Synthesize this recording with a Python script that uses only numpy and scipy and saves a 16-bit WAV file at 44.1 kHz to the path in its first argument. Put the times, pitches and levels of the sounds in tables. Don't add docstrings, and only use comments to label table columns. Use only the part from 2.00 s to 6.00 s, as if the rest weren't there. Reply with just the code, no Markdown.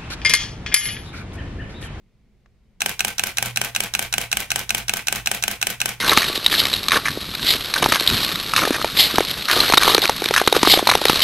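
import sys
import numpy as np
from scipy import signal
from scipy.fft import rfft, irfft
from scipy.io import wavfile
from scipy.ndimage import uniform_filter1d

SR = 44100
rng = np.random.default_rng(int(sys.argv[2]) if len(sys.argv) > 2 else 0)


def inscribe(sig):
    pcm = np.round(np.clip(np.atleast_2d(sig).T, -1, 1) * 32767)
    wavfile.write(sys.argv[1], SR, pcm.astype(np.int16))


N = 176400

# slap_s, release_tick_db
FRAMES = [(0.8185, -3.2), (1.006, 0.4), (1.1949, 0), (1.3838, 0.1), (1.5727, -0.2), (1.762, -0.1),
          (1.9504, 0.2), (2.1392, 0.6), (2.3282, -1), (2.5169, 0.9), (2.7057, 0.2), (2.8947, -0.7),
          (3.0835, 0.3), (3.2724, 1), (3.4378, -0.1), (3.6273, 0), (3.8157, -0.6)]
# frequency_hz, t60_s
ROOM_DECAY = [(150, .36), (800, .36), (2500, .33), (6000, .33), (14000, .33)]
LEAD_S = .005


def amp(db):
    return 10 ** (np.asarray(db) / 20)


def unit(x):
    return x / np.sqrt(np.mean(x ** 2) + 1e-20)


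def curve_at(points, hz):
    point_hz, value = np.transpose(points)
    return np.interp(np.log(hz + 1), np.log(point_hz + 1), value)


def add(mix, start_s, sound):
    span = mix[:, round(start_s * SR):][:, :sound.shape[1]]
    span += sound[:, :span.shape[1]]


def pan(db):
    return amp(np.array([[.5], [-.5]]) * db)


def stereo_image(x, colour=None):
    # frequency_hz, correlation
    likeness = [(100, .85), (700, .85), (1500, .8), (2800, .55), (5000, .28), (12000, .12)]
    hz, spectra = np.fft.rfftfreq(x.shape[1], 1 / SR), rfft(x)
    correlation = curve_at(likeness, hz)
    mid, side = spectra[0] * np.sqrt(1 + correlation), spectra[1] * np.sqrt(1 - correlation)
    eq = 1 if colour is None else amp(curve_at(colour, hz))
    return unit(irfft(np.array([mid + side, mid - side]) * eq, x.shape[1]))


def noise(size, colour=None):
    return stereo_image(rng.standard_normal((2, size)), colour)


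def reflections(t60, size):
    hz, t, bands = signal.stft(noise(size), SR, nperseg=256)
    decay = amp(-60 * t / curve_at(t60, hz)[:, None])
    tail = signal.istft(bands * decay, SR, nperseg=256)[1]
    tail *= np.clip(np.arange(tail.shape[1]) / SR / .002 - 1, 0, 1)
    return unit(tail) / np.sqrt(tail.shape[1])


def blend(tails):
    weights = unit(rng.standard_normal(len(tails)))
    return np.tensordot(weights, tails, 1) / np.sqrt(len(tails))


def room_tone():
    # frequency_hz, level_db
    colour = [(12, -15), (22, -2), (60, 0), (86, -9), (120, -6), (150, -11), (210, -7), (290, -22),
              (400, -18), (600, -27), (1000, -32), (1700, -35), (2150, -30), (2700, -35), (4300, -38),
              (6200, -42), (8000, -46), (16000, -53)]
    return amp(-58) * noise(N, colour)


def stand_hum(drift_hz=1.3):
    # time_s, level_db
    sway = [(0.7, -70), (0.74, -62), (2.24, -48), (2.3, -62), (2.38, -41), (2.45, -53), (2.8, -43),
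            (3.1, -57), (3.19, -42), (3.29, -56), (3.39, -48), (3.98, -60), (4.0, -65)]
    # time_s, level_db
    hum = [(0.7, -71), (0.86, -49), (0.9, -56), (1.3, -53), (1.46, -36), (1.82, -49), (2.37, -44),
           (2.42, -53), (2.62, -43), (2.68, -50), (2.75, -41), (3.05, -54), (3.19, -42), (3.25, -49),
           (3.48, -45), (3.51, -52), (3.93, -45), (4.0, -48)]
    # frequency_hz, level_db
    rumble = [(20, -7), (55, -2), (90, -2), (130, -2), (200, -10), (300, -28), (1000, -60)]
    t, modes = np.arange(N) / SR, 0
    for swell, pitch_hz, trim_db in ((sway, 54, -1.5), (hum, 119.5, -1)):
        level = amp(trim_db + np.interp(t, *np.transpose(swell)))
        drift = unit(uniform_filter1d(rng.standard_normal(N), size=5000))
        phase = 2 * np.pi * np.cumsum(pitch_hz + drift_hz * drift) / SR
        modes += level * np.sqrt(2) * np.sin(phase)
    fade_in = np.clip((t - FRAMES[0][0]) / .02, 0, 1)
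    return pan(-3.5) * (modes + amp(-54) * noise(N, rumble)) * fade_in


def button_tick(start_s=.459, rise_s=.001, decay_s=.004, size=4096):
    # frequency_hz, level_db
    colour = [(100, -15), (400, -12), (800, 0), (2000, 0), (3000, -9), (6000, -18), (9000, -31),
              (14000, -42)]
    out, t = np.zeros((2, N)), np.arange(size) / SR
    tick = noise(size, colour) * np.minimum(t / rise_s, 1) * np.exp(-t / decay_s)
    add(out, start_s, amp(-31) * unit(tick) / np.sqrt(size))
    return out


def recoil(peak_s=.052, half_length_s=.06, size=8192):
    # frequency_hz, level_db
    colour = [(25, -8), (40, -11), (60, -8), (85, -1), (120, -5), (150, -3), (180, -8), (207, 4), (235, -6),
              (290, -17), (380, -16), (600, -34)]
    out, usual = np.zeros((2, N)), noise(size, colour)
    t = np.arange(size) / SR - .015
    envelope = np.exp(-((t - peak_s) / half_length_s) ** 4)
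    for slap_s, _ in FRAMES:
        add(out, slap_s + t[0], envelope * unit(usual + .9 * noise(size, colour)))
    return amp(-41.5) * pan(-2.5) * out


def body_ring(part, size=4096):
    colour = {"release": [(60, -16), (200, -10.3), (400, -18.3), (700, -8.1), (1200, -6.4), (2500, 0.0),
              (4500, -4.1), (7000, -6.6), (11000, -4.6), (15500, -14.1)], "slap": [(60, -13), (200, -7.5),
              (400, -11.3), (700, -8.8), (1200, -3.8), (2500, -5.9), (4500, -5.1), (7000, 0.0),
              (11000, -9.5), (15500, -8.1)], "shutter": [(60, -17), (200, -10.7), (400, -20.3),
              (700, -18.9), (1200, -9.6), (2500, 0.0), (4500, -9.3), (7000, -8.7), (11000, -9.0),
              (15500, -15.2)], "seat": [(60, -9), (200, -2.8), (400, -12.6), (700, -5.2), (1200, -7.6),
              (2500, 0.0), (4500, -6.4), (7000, -3.3), (11000, -4.3), (15500, -7.4)], "motor": [(60, -6),
              (200, 0.0), (400, -9.9), (700, -12.4), (1200, -5.0), (2500, -1.0), (4500, -6.8), (7000, -9.5),
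              (11000, -11.0), (15500, -16.2)]}
    part_modes = {"release": [(1479, 272, 8.7), (2197, 60, 5.2), (3248, 60, 1.0), (3924, 499, 8.6),
                  (5726, 622, 11.7), (6140, 221, 6.8), (7019, 662, 7.7), (8637, 472, 9.7)],
                  "slap": [(749, 227, 12.1), (1582, 326, 12.8), (2188, 374, 8.0), (2542, 315, 16.0),
                  (2822, 386, 11.2), (3414, 465, 9.8), (3997, 295, 12.2), (5286, 105, 6.2),
                  (6335, 661, 5.6), (7807, 94, 7.2), (8699, 305, 7.5), (10615, 938, 8.2),
                  (12118, 1081, 7.9), (13850, 218, 8.4)], "shutter": [(389, 94, 16.0), (561, 145, 12.9),
                  (796, 271, 16.0), (1566, 145, 9.4), (2189, 83, 4.8), (3011, 312, 11.0), (5446, 379, 6.9),
                  (6278, 678, 6.0), (7395, 134, 5.9), (8160, 421, 8.6), (9083, 849, 7.7),
                  (12129, 1060, 5.8), (14291, 860, 8.7)], "seat": [(1575, 186, 6.3), (2534, 60, 1.0),
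                  (5892, 530, 3.5), (11994, 537, 8.3)], "motor": [(480, 119, 11.1), (787, 275, 9.6),
                  (1545, 60, 4.5), (2304, 388, 5.3), (3172, 433, 4.0), (11932, 1039, 4.0)]}
    # pitch_hz, width_hz, height_db
    case_modes = [(684, 26, 7), (1468, 40, 3.5), (1541, 30, 3), (3950, 200, 2.5), (5718, 80, 3)]
    # frequency_hz, gain_db
    bass_loss = [(30, -14), (100, -7), (290, -3), (400, -1), (500, -2.5), (650, 0)]
    placement = {"release": [(300, -1.4), (670, 4.0), (1414, 5.1), (2569, 0.3), (4062, -1.5), (6324, -3.7),
                 (11135, -3.8)], "slap": [(300, -0.2), (670, 3.6), (1414, -1.2), (2569, 3.4), (4062, -3.8),
                 (6324, -1.7), (11135, -3.0)], "shutter": [(300, -2.6), (670, 4.7), (1414, 3.8),
                 (2569, -1.3), (4062, -2.1), (6324, 0.9), (11135, 0.1)], "seat": [(600, 3), (2500, 0),
                 (12000, -2)], "motor": [(200, -2), (600, 4), (2500, 0), (12000, -1.5)]}
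    hz = abs(np.fft.fftfreq(size, 1 / SR))
    peaks_db = sum(height_db / (1 + (2 * (hz - pitch_hz) / width_hz) ** 2)
                   for pitch_hz, width_hz, height_db in part_modes[part] + case_modes)
    tone_db = curve_at(colour[part], hz) + curve_at(bass_loss, hz) + peaks_db
    log_gain = np.log(amp(tone_db) * pan(curve_at(placement[part], hz)))
    spectrum = np.exp(np.conj(signal.hilbert(log_gain)))
    ring = np.fft.ifft(spectrum).real[:, :size // 2]
    return unit(ring) / np.sqrt(size // 2)


def each_frame(envelope):
    t = np.arange(N) / SR
    return sum(envelope(t - slap_s) for slap_s, _ in FRAMES)


def motor_wind(teeth_per_s=4000, spread_db=2.5, hiss=.55, whirr_hz=2400, whirr_width_hz=1000):
    # after_slap_s, level_db
    wind = [(-.015, -62), (-.0125, -39), (-.004, -39), (.016, -45), (.023, -36), (.034, -46), (.039, -35),
            (.05, -39), (.062, -35), (.0675, -26.5), (.072, -32), (.085, -28.5), (.092, -33), (.098, -28),
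            (.106, -34), (.127, -39), (.139, -56)]
    teeth = rng.random(N) < teeth_per_s / SR
    strength = amp(spread_db * np.minimum(rng.exponential(1, N), 3))
    clicks = unit(teeth * strength * rng.standard_normal((2, N)))
    rattle = stereo_image(clicks + hiss * rng.standard_normal((2, N)))
    after_slap_s, level_db = np.transpose(wind)
    effort = each_frame(lambda t: np.interp(t, after_slap_s, amp(level_db), left=0, right=0))
    gears = signal.fftconvolve(rattle * effort, body_ring("motor"), axes=1)[:, :N]
    hz = np.fft.rfftfreq(N, 1 / SR)
    band = 1 / (1 + (2 * (hz - whirr_hz) / whirr_width_hz) ** 2)
    whirr = unit(irfft(rfft(noise(N)) * band, N))
    spin = each_frame(lambda t: np.exp(-((t - .108) / .022) ** 2))
    direct = gears + amp(-42) * whirr * spin
    room = signal.fftconvolve(direct, reflections(ROOM_DECAY, size=16384), axes=1)[:, :N]
    return direct + amp(-10) * room


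def contact(rise_s, decay_s, chatter_s=.0012, size=1024, passes=6):
    t = np.arange(size) / SR - LEAD_S
    envelope = np.exp(np.minimum(t, 0) / rise_s - np.maximum(t - chatter_s, 0) / decay_s)
    click = noise(size) * envelope
    for _ in range(passes):
        white = irfft(np.exp(1j * np.angle(rfft(click))))
        local_rms = np.sqrt(abs(uniform_filter1d(white ** 2, size=40)) + 1e-12)
        click = envelope * np.tanh(white / local_rms)
    spectrum = rfft(click)
    click = irfft(spectrum / (abs(spectrum) + 1e-9) ** .7)
    return unit(click) / np.sqrt(size)


def shutter_blows(room_db=-15, tail_count=8):
    blows = { "release": (-.0125, 4, .00012, .0018, -8.5, .4), "slap": (.0002, 11, .0005, .001, -13, .2),
             "shutter": (.0423, 9.3, .0003, .0017, -12.5, .35), "seat": (.0756, 2.4, .002, .0014, -8.5, .5),
             }
    # frequency_hz, t60_s
    near_decay = [(200, .07), (2500, .06), (12000, .045)]
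    out = np.zeros((2, N))
    room_tails = np.array([reflections(ROOM_DECAY, size=12288) for _ in range(tail_count)])
    near_tails = np.array([reflections(near_decay, size=4096) for _ in range(tail_count)])
    for part, (after_slap_s, energy_db, rise_s, decay_s, near_db, variation) in blows.items():
        click, near, room = contact(rise_s, decay_s), blend(near_tails), blend(room_tails)
        same = np.sqrt(1 - variation ** 2)
        hits = np.zeros((2, N))
        for slap_s, release_tick_db in FRAMES:
            hit = np.zeros_like(room)
            add(hit, LEAD_S, amp(room_db) * (same * room + variation * blend(room_tails)))
            add(hit, LEAD_S, amp(near_db) * (same * near + variation * blend(near_tails)))
            add(hit, 0, same * click + variation * contact(rise_s, decay_s, passes=1))
            accent_db = release_tick_db if part == "release" else 0
            add(hits, slap_s + after_slap_s - LEAD_S, amp(energy_db + accent_db) * hit)
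        out += signal.oaconvolve(hits, body_ring(part), axes=1)[:, :N]
    return out


def scene():
    return shutter_blows() + motor_wind() + recoil() + stand_hum() + button_tick() + room_tone()


def record(dry, ceiling=.88, cutoff_hz=15850):
    rounded = dry / (1 + abs(dry / ceiling) ** 4) ** (1 / 4)
    low_pass = signal.firwin(255, cutoff_hz, window=("kaiser", 8), fs=SR)
    return signal.oaconvolve(rounded, low_pass[None], "same", axes=1)


dry = scene()
out = record(dry)
inscribe(out)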